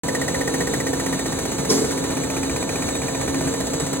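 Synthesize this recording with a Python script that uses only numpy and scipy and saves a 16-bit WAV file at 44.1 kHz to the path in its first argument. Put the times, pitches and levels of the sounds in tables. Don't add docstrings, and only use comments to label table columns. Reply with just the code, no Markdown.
import sys
import numpy as np
from scipy import signal
from scipy.fft import rfft, irfft
from scipy.io import wavfile

SR = 44100
rng = np.random.default_rng(int(sys.argv[2]) if len(sys.argv) > 2 else 0)


def bounce(signal):
    frames = np.transpose(np.atleast_2d(signal))
    limited = np.clip(frames, -1, 1)
    pcm = np.round(limited * 32767).astype(np.int16)
    wavfile.write(sys.argv[1], SR, pcm)


N = 176400
TIME, FREQS = np.arange(N) / SR, np.fft.rfftfreq(N, 1 / SR)
SPIN_HZ, FIRST_CUT_S = 15.338, .0815


def amp(db):
    return 10 ** (np.asarray(db) / 20)

def unit_rms(x):
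    return x / np.sqrt(np.mean(x ** 2) + 1e-20)

def curve(points):
    hz, value = np.transpose(points)
    return np.interp(np.log(FREQS + 1), np.log(hz + 1), value)

def fader(points):
    return amp(np.interp(TIME, *np.transpose(points)))

def drift(rate_hz):
    return unit_rms(irfft(rfft(rng.standard_normal(N)) / (1 + (FREQS / rate_hz) ** 4), N))

def swell(start_s, rise_s, fall_s):
    age = np.maximum(TIME - start_s, 0)
    return np.minimum(age / rise_s, 1) * np.exp(-np.maximum(age - rise_s, 0) / fall_s)

# f/Hz, level/dB
PAN = [(60, 0), (130, 1.5), (290, -0.8), (640, -1.5), (1300, -2), (3100, -2), (6800, 0)]
# f/Hz, phase/rad
LEFT_LEAD = [(300, 0.39), (560, -2.5), (700, -1), (1400, -0.62), (4400, -0.53), (6200, -0.23)]
def stereo_image(head_start_s=.000116):
    side = amp(curve(PAN) / 2)
    lead = curve(LEFT_LEAD) + 2 * np.pi * FREQS * head_start_s
    return np.array([side * np.exp(1j * lead), 1 / side])

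def place(x):
    return irfft(rfft(x) * stereo_image(), N)

# f/Hz, coherence/0..1
COHERENCE = [(60, .99), (280, .97), (700, .62), (1900, .38), (3000, .42), (4300, .72), (5500, .96)]
def colour(pair, eq):
    a, b = rfft(pair)
    alike = np.clip(curve(COHERENCE), 0, 1)
    blend = np.array([a, alike * a + np.sqrt(1 - alike ** 2) * b]) * stereo_image()
    return irfft(blend * amp(curve(eq)) * np.sqrt(SR / 2), N)

def housing(x, wet_db, t60):
    t = TIME[:SR // 4]
    tail = rng.standard_normal((2, len(t))) * amp(-60 * t / t60) * (t > .003)
    return x + amp(wet_db) * signal.fftconvolve(x, tail / np.linalg.norm(tail[0]), axes=1)[:, :N]

def turn(delay_s, spread_db):
    turns = (TIME - FIRST_CUT_S - delay_s) * SPIN_HZ + 2
    strengths = amp(spread_db * rng.standard_normal(N))
    return turns % 1 / SPIN_HZ, strengths[turns.astype(int)]

def groove_noise(repeat_share):
    groove = rng.standard_normal((2, round(SR / SPIN_HZ)))
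    loop = groove[:, np.arange(N) % groove.shape[1]]
    return np.sqrt(repeat_share) * loop + np.sqrt(1 - repeat_share) * rng.standard_normal((2, N))

def tones(partials, waver_rad, flutter_db, rate_hz):
    return sum(np.sqrt(2) * amp(db + flutter_db * drift(rate_hz))
               * np.sin(2 * np.pi * (hz * TIME + rng.random()) + waver_rad * drift(rate_hz))
               for hz, db in partials)

def ringing(modes, age, rough_rad):
    return sum((-1) ** k * amp(db - 60 * age / t60)
               * np.sin(2 * np.pi * hz * age + rough_rad * drift(64))
               for k, (hz, db, t60) in enumerate(modes))


# f/Hz, level/dB per Hz
BED_EQ = [(28, -87), (45, -62.5), (65, -56), (110, -57), (145, -50), (210, -55.5), (275, -51), (340, -55),
          (480, -61), (620, -62), (1000, -67), (1500, -69.5), (2800, -76.5), (3400, -74.5), (3900, -68),
          (4350, -69), (4700, -73.5), (5250, -81), (5900, -68), (7900, -71.5), (9000, -75.5), (9900, -80.5),
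          (10250, -75), (10700, -83), (15000, -82)]
def rumble_and_hiss(ripple_db=2.4, ripple_width_hz=60):
    noise = groove_noise(.12) * amp(drift(24))
    bands = np.interp(FREQS / ripple_width_hz, np.arange(SR // 10), rng.standard_normal(SR // 10))
    ripple = amp(ripple_db * bands * np.clip(FREQS / 3000, 0, 1))
    return colour(unit_rms(irfft(rfft(noise) * ripple, N)), BED_EQ)

# f/Hz, level/dB
DRIVE_PARTIALS = [(3765, -52), (3952, -54), (6982, -54), (7252, -52), (7521, -51.5), (7720, -52.5),
                  (7790, -54.5), (7904, -50)]
def drive_whine():
    return place(tones(DRIVE_PARTIALS, waver_rad=1, flutter_db=5.5, rate_hz=13))

# f/Hz, level/dB
MOTOR_PARTIALS = [(142, -47.5), (269.2, -33), (459.8, -37.5), (644, -51), (659, -49.5), (884, -48),
                  (981, -50)]
def motor_hum():
    return place(tones(MOTOR_PARTIALS, waver_rad=.38, flutter_db=3, rate_hz=6.2))

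# f/Hz, level/dB
FRAME_FOLLOWING = [(491.5, -36.5), (983, -45.5)]
# f/Hz, level/dB
FRAME_DUCKING = [(537, -35.5)]
def frame_hum():
    deep = fader(DEEP_RIDE) / fader(DEEP_RIDE).max()
    following = tones(FRAME_FOLLOWING, waver_rad=.37, flutter_db=3.5, rate_hz=4.1) * deep ** .5
    ducking = tones(FRAME_DUCKING, waver_rad=.3, flutter_db=1.5, rate_hz=3.3) * (1 - .22 * deep)
    return place(following + ducking)

# t/s, level/dB
PANEL_BLOWS = [(1.689, -1.5), (1.766, -10)]
# f/Hz, level/dB per Hz
THUMP_EQ = [(60, -82), (170, -52), (270, -38.5), (350, -47.5), (430, -40), (520, -46.5), (650, -57.5),
            (1100, -62.5), (2200, -65), (3200, -92)]
# f/Hz, level/dB per Hz
PUFF_EQ = [(2000, -86), (3200, -66.5), (5000, -57.5), (7000, -58), (10000, -65), (15000, -72)]
def thump(from_hz=460, to_hz=352, sag_s=.0475):
    first_s = PANEL_BLOWS[0][0]
    punch = sum(amp(db) * swell(at, rise_s=.034, fall_s=.032) for at, db in PANEL_BLOWS)
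    tail = amp(-4.5) * swell(first_s, rise_s=.034, fall_s=.22)
    boom = colour(rng.standard_normal((2, N)), THUMP_EQ) * np.hypot(punch, tail)
    puff = colour(rng.standard_normal((2, N)), PUFF_EQ) * swell(first_s, rise_s=.016, fall_s=.1)
    panel_hz = to_hz + (from_hz - to_hz) * np.exp(-np.maximum(TIME - first_s, 0) / sag_s)
    panel_gain = sum(amp(db - 12.5) * swell(at, rise_s=.013, fall_s=.022) for at, db in PANEL_BLOWS)
    panel = np.sin(2 * np.pi * np.cumsum(panel_hz) / SR) * panel_gain
    return boom + puff + place(panel)

# f/Hz, level/dB, t60/s
SHEET_MODES = [(427, -16.5, 0.81), (1042, -27, 0.31), (2270, -34, 0.22), (5420, -9, 0.076),
               (5740, -18, 0.075)]
def clank(start_s=1.697, rise_s=.007):
    age = np.maximum(TIME - start_s, 0)
    return place(ringing(SHEET_MODES, age, rough_rad=.78) * np.minimum(age / rise_s, 1))

def chirp(ride, from_hz, to_hz, glide_s, delay_s, rise_s, fall_s, rough_rad):
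    age, strength = turn(delay_s, spread_db=1.4)
    cycles = to_hz * age + (from_hz - to_hz) * glide_s * (1 - np.exp(-age / glide_s))
    cycles *= 1 + .012 * drift(SPIN_HZ)
    envelope = (1 - np.exp(-(age / rise_s) ** 2)) * np.exp(-(age / fall_s) ** 2)
    tone = np.sqrt(2) * np.sin(2 * np.pi * cycles + rough_rad * drift(215))
    return tone * envelope / envelope.max() * strength * fader(ride)

# t/s, level/dB
TICK_RIDE = [(0, -25), (1.2, -31), (2.1, -34), (2.6, -31), (3.05, -28), (3.45, -31), (3.65, -23.5),
             (3.87, -23), (4, -27)]
# f/Hz, relative level/dB
TICK_EQ = [(500, -22), (3000, -3), (6000, 2), (7900, 11), (9000, -2), (15000, -4)]
# t/s, level/dB
BODY_RIDE = [(0, -28), (1.5, -34), (2.2, -33), (2.7, -29.5), (3.4, -28), (4, -33)]
# f/Hz, relative level/dB
CLACK_EQ = [(300, -10), (600, 5), (1700, -10), (3200, -23)]
# f/Hz, relative level/dB, t60/s
CASTING_MODES = [(656, 2.5, 0.036), (796, -8, 0.21), (1020, -6, .08), (1506, -7, 0.053), (1796, -7, 0.26),
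                 (8370, -4.5, 0.06)]
def edge_hits():
    age, strength = turn(delay_s=.0015, spread_db=1.16)
    attack = np.minimum(age / .001, 1) * strength
    tick = unit_rms(colour(groove_noise(.51), TICK_EQ))
    tick *= attack * np.exp(-age / .0068) * fader(TICK_RIDE)
    clack = amp(2) * unit_rms(colour(rng.standard_normal((2, N)), CLACK_EQ))
    clack *= attack * np.exp(-age / .0062) * fader(BODY_RIDE)
    ring = ringing(CASTING_MODES, age, rough_rad=.41) * strength * fader(BODY_RIDE)
    knock = chirp(BODY_RIDE, from_hz=766, to_hz=495, glide_s=.0049,
                  delay_s=.00099, rise_s=.0051, fall_s=.0086, rough_rad=.19)
    return tick + clack + housing(place(ring + knock), wet_db=-21, t60=.028)

# t/s, level/dB
DEEP_RIDE = [(0, -27), (.15, -24.5), (.7, -26.5), (1.2, -31.5), (1.35, -35.5), (1.6, -51), (2, -38)]
# t/s, level/dB
SHALLOW_RIDE = [(1.6, -38.5), (2, -37), (2.3, -30.5), (2.8, -29), (3.1, -30.5), (3.45, -36.5), (3.7, -51)]
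def cavities():
    deep = chirp(DEEP_RIDE, from_hz=2170, to_hz=1780, glide_s=.0044,
                 delay_s=.003, rise_s=.0027, fall_s=.012, rough_rad=.32)
    shallow = chirp(SHALLOW_RIDE, from_hz=2130, to_hz=2482, glide_s=.0035,
                    delay_s=0, rise_s=.0039, fall_s=.006, rough_rad=.38)
    return housing(place(deep), wet_db=-10, t60=.11) + housing(place(shallow), wet_db=-13, t60=.06)

# f/Hz, level/dB per Hz
SCRAPE_EQ = [(60, -74), (200, -68.5), (400, -49), (600, -67), (1000, -67.5), (1500, -62.5), (3000, -73.5),
             (4500, -72), (5900, -66.5), (8400, -68.5), (11000, -71.5), (15000, -72.5)]
# t/s, level/dB
LOAD_RIDE = [(0, -0.5), (.8, -1), (1.4, -2), (2.1, -4), (2.7, -2.5), (3.3, -6), (4, -4.5)]
def scrape(rise_s=.0055, decay_from_s=.0062, fall_s=.014):
    age, strength = turn(delay_s=0, spread_db=-1.5)
    envelope = np.minimum(age / rise_s, 1) * np.exp(-np.maximum(age - decay_from_s, 0) / fall_s)
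    strokes = groove_noise(.92) * envelope * strength * fader(LOAD_RIDE)
    grit = amp(2.05 * drift(1100))
    return colour(strokes * grit, SCRAPE_EQ)


def scene():
    cut = scrape() + cavities() + edge_hits()
    bed = motor_hum() + frame_hum() + drive_whine() + rumble_and_hiss()
    return cut + bed + thump() + clank()

def record(dry):
    start_s, cutoff_hz = .035, 15950
    high_cut = signal.firwin(511, cutoff_hz, window=("kaiser", 9), fs=SR)
    return signal.oaconvolve(dry * (TIME > start_s), high_cut[None], "same")


dry = scene()
out = record(dry)
bounce(out)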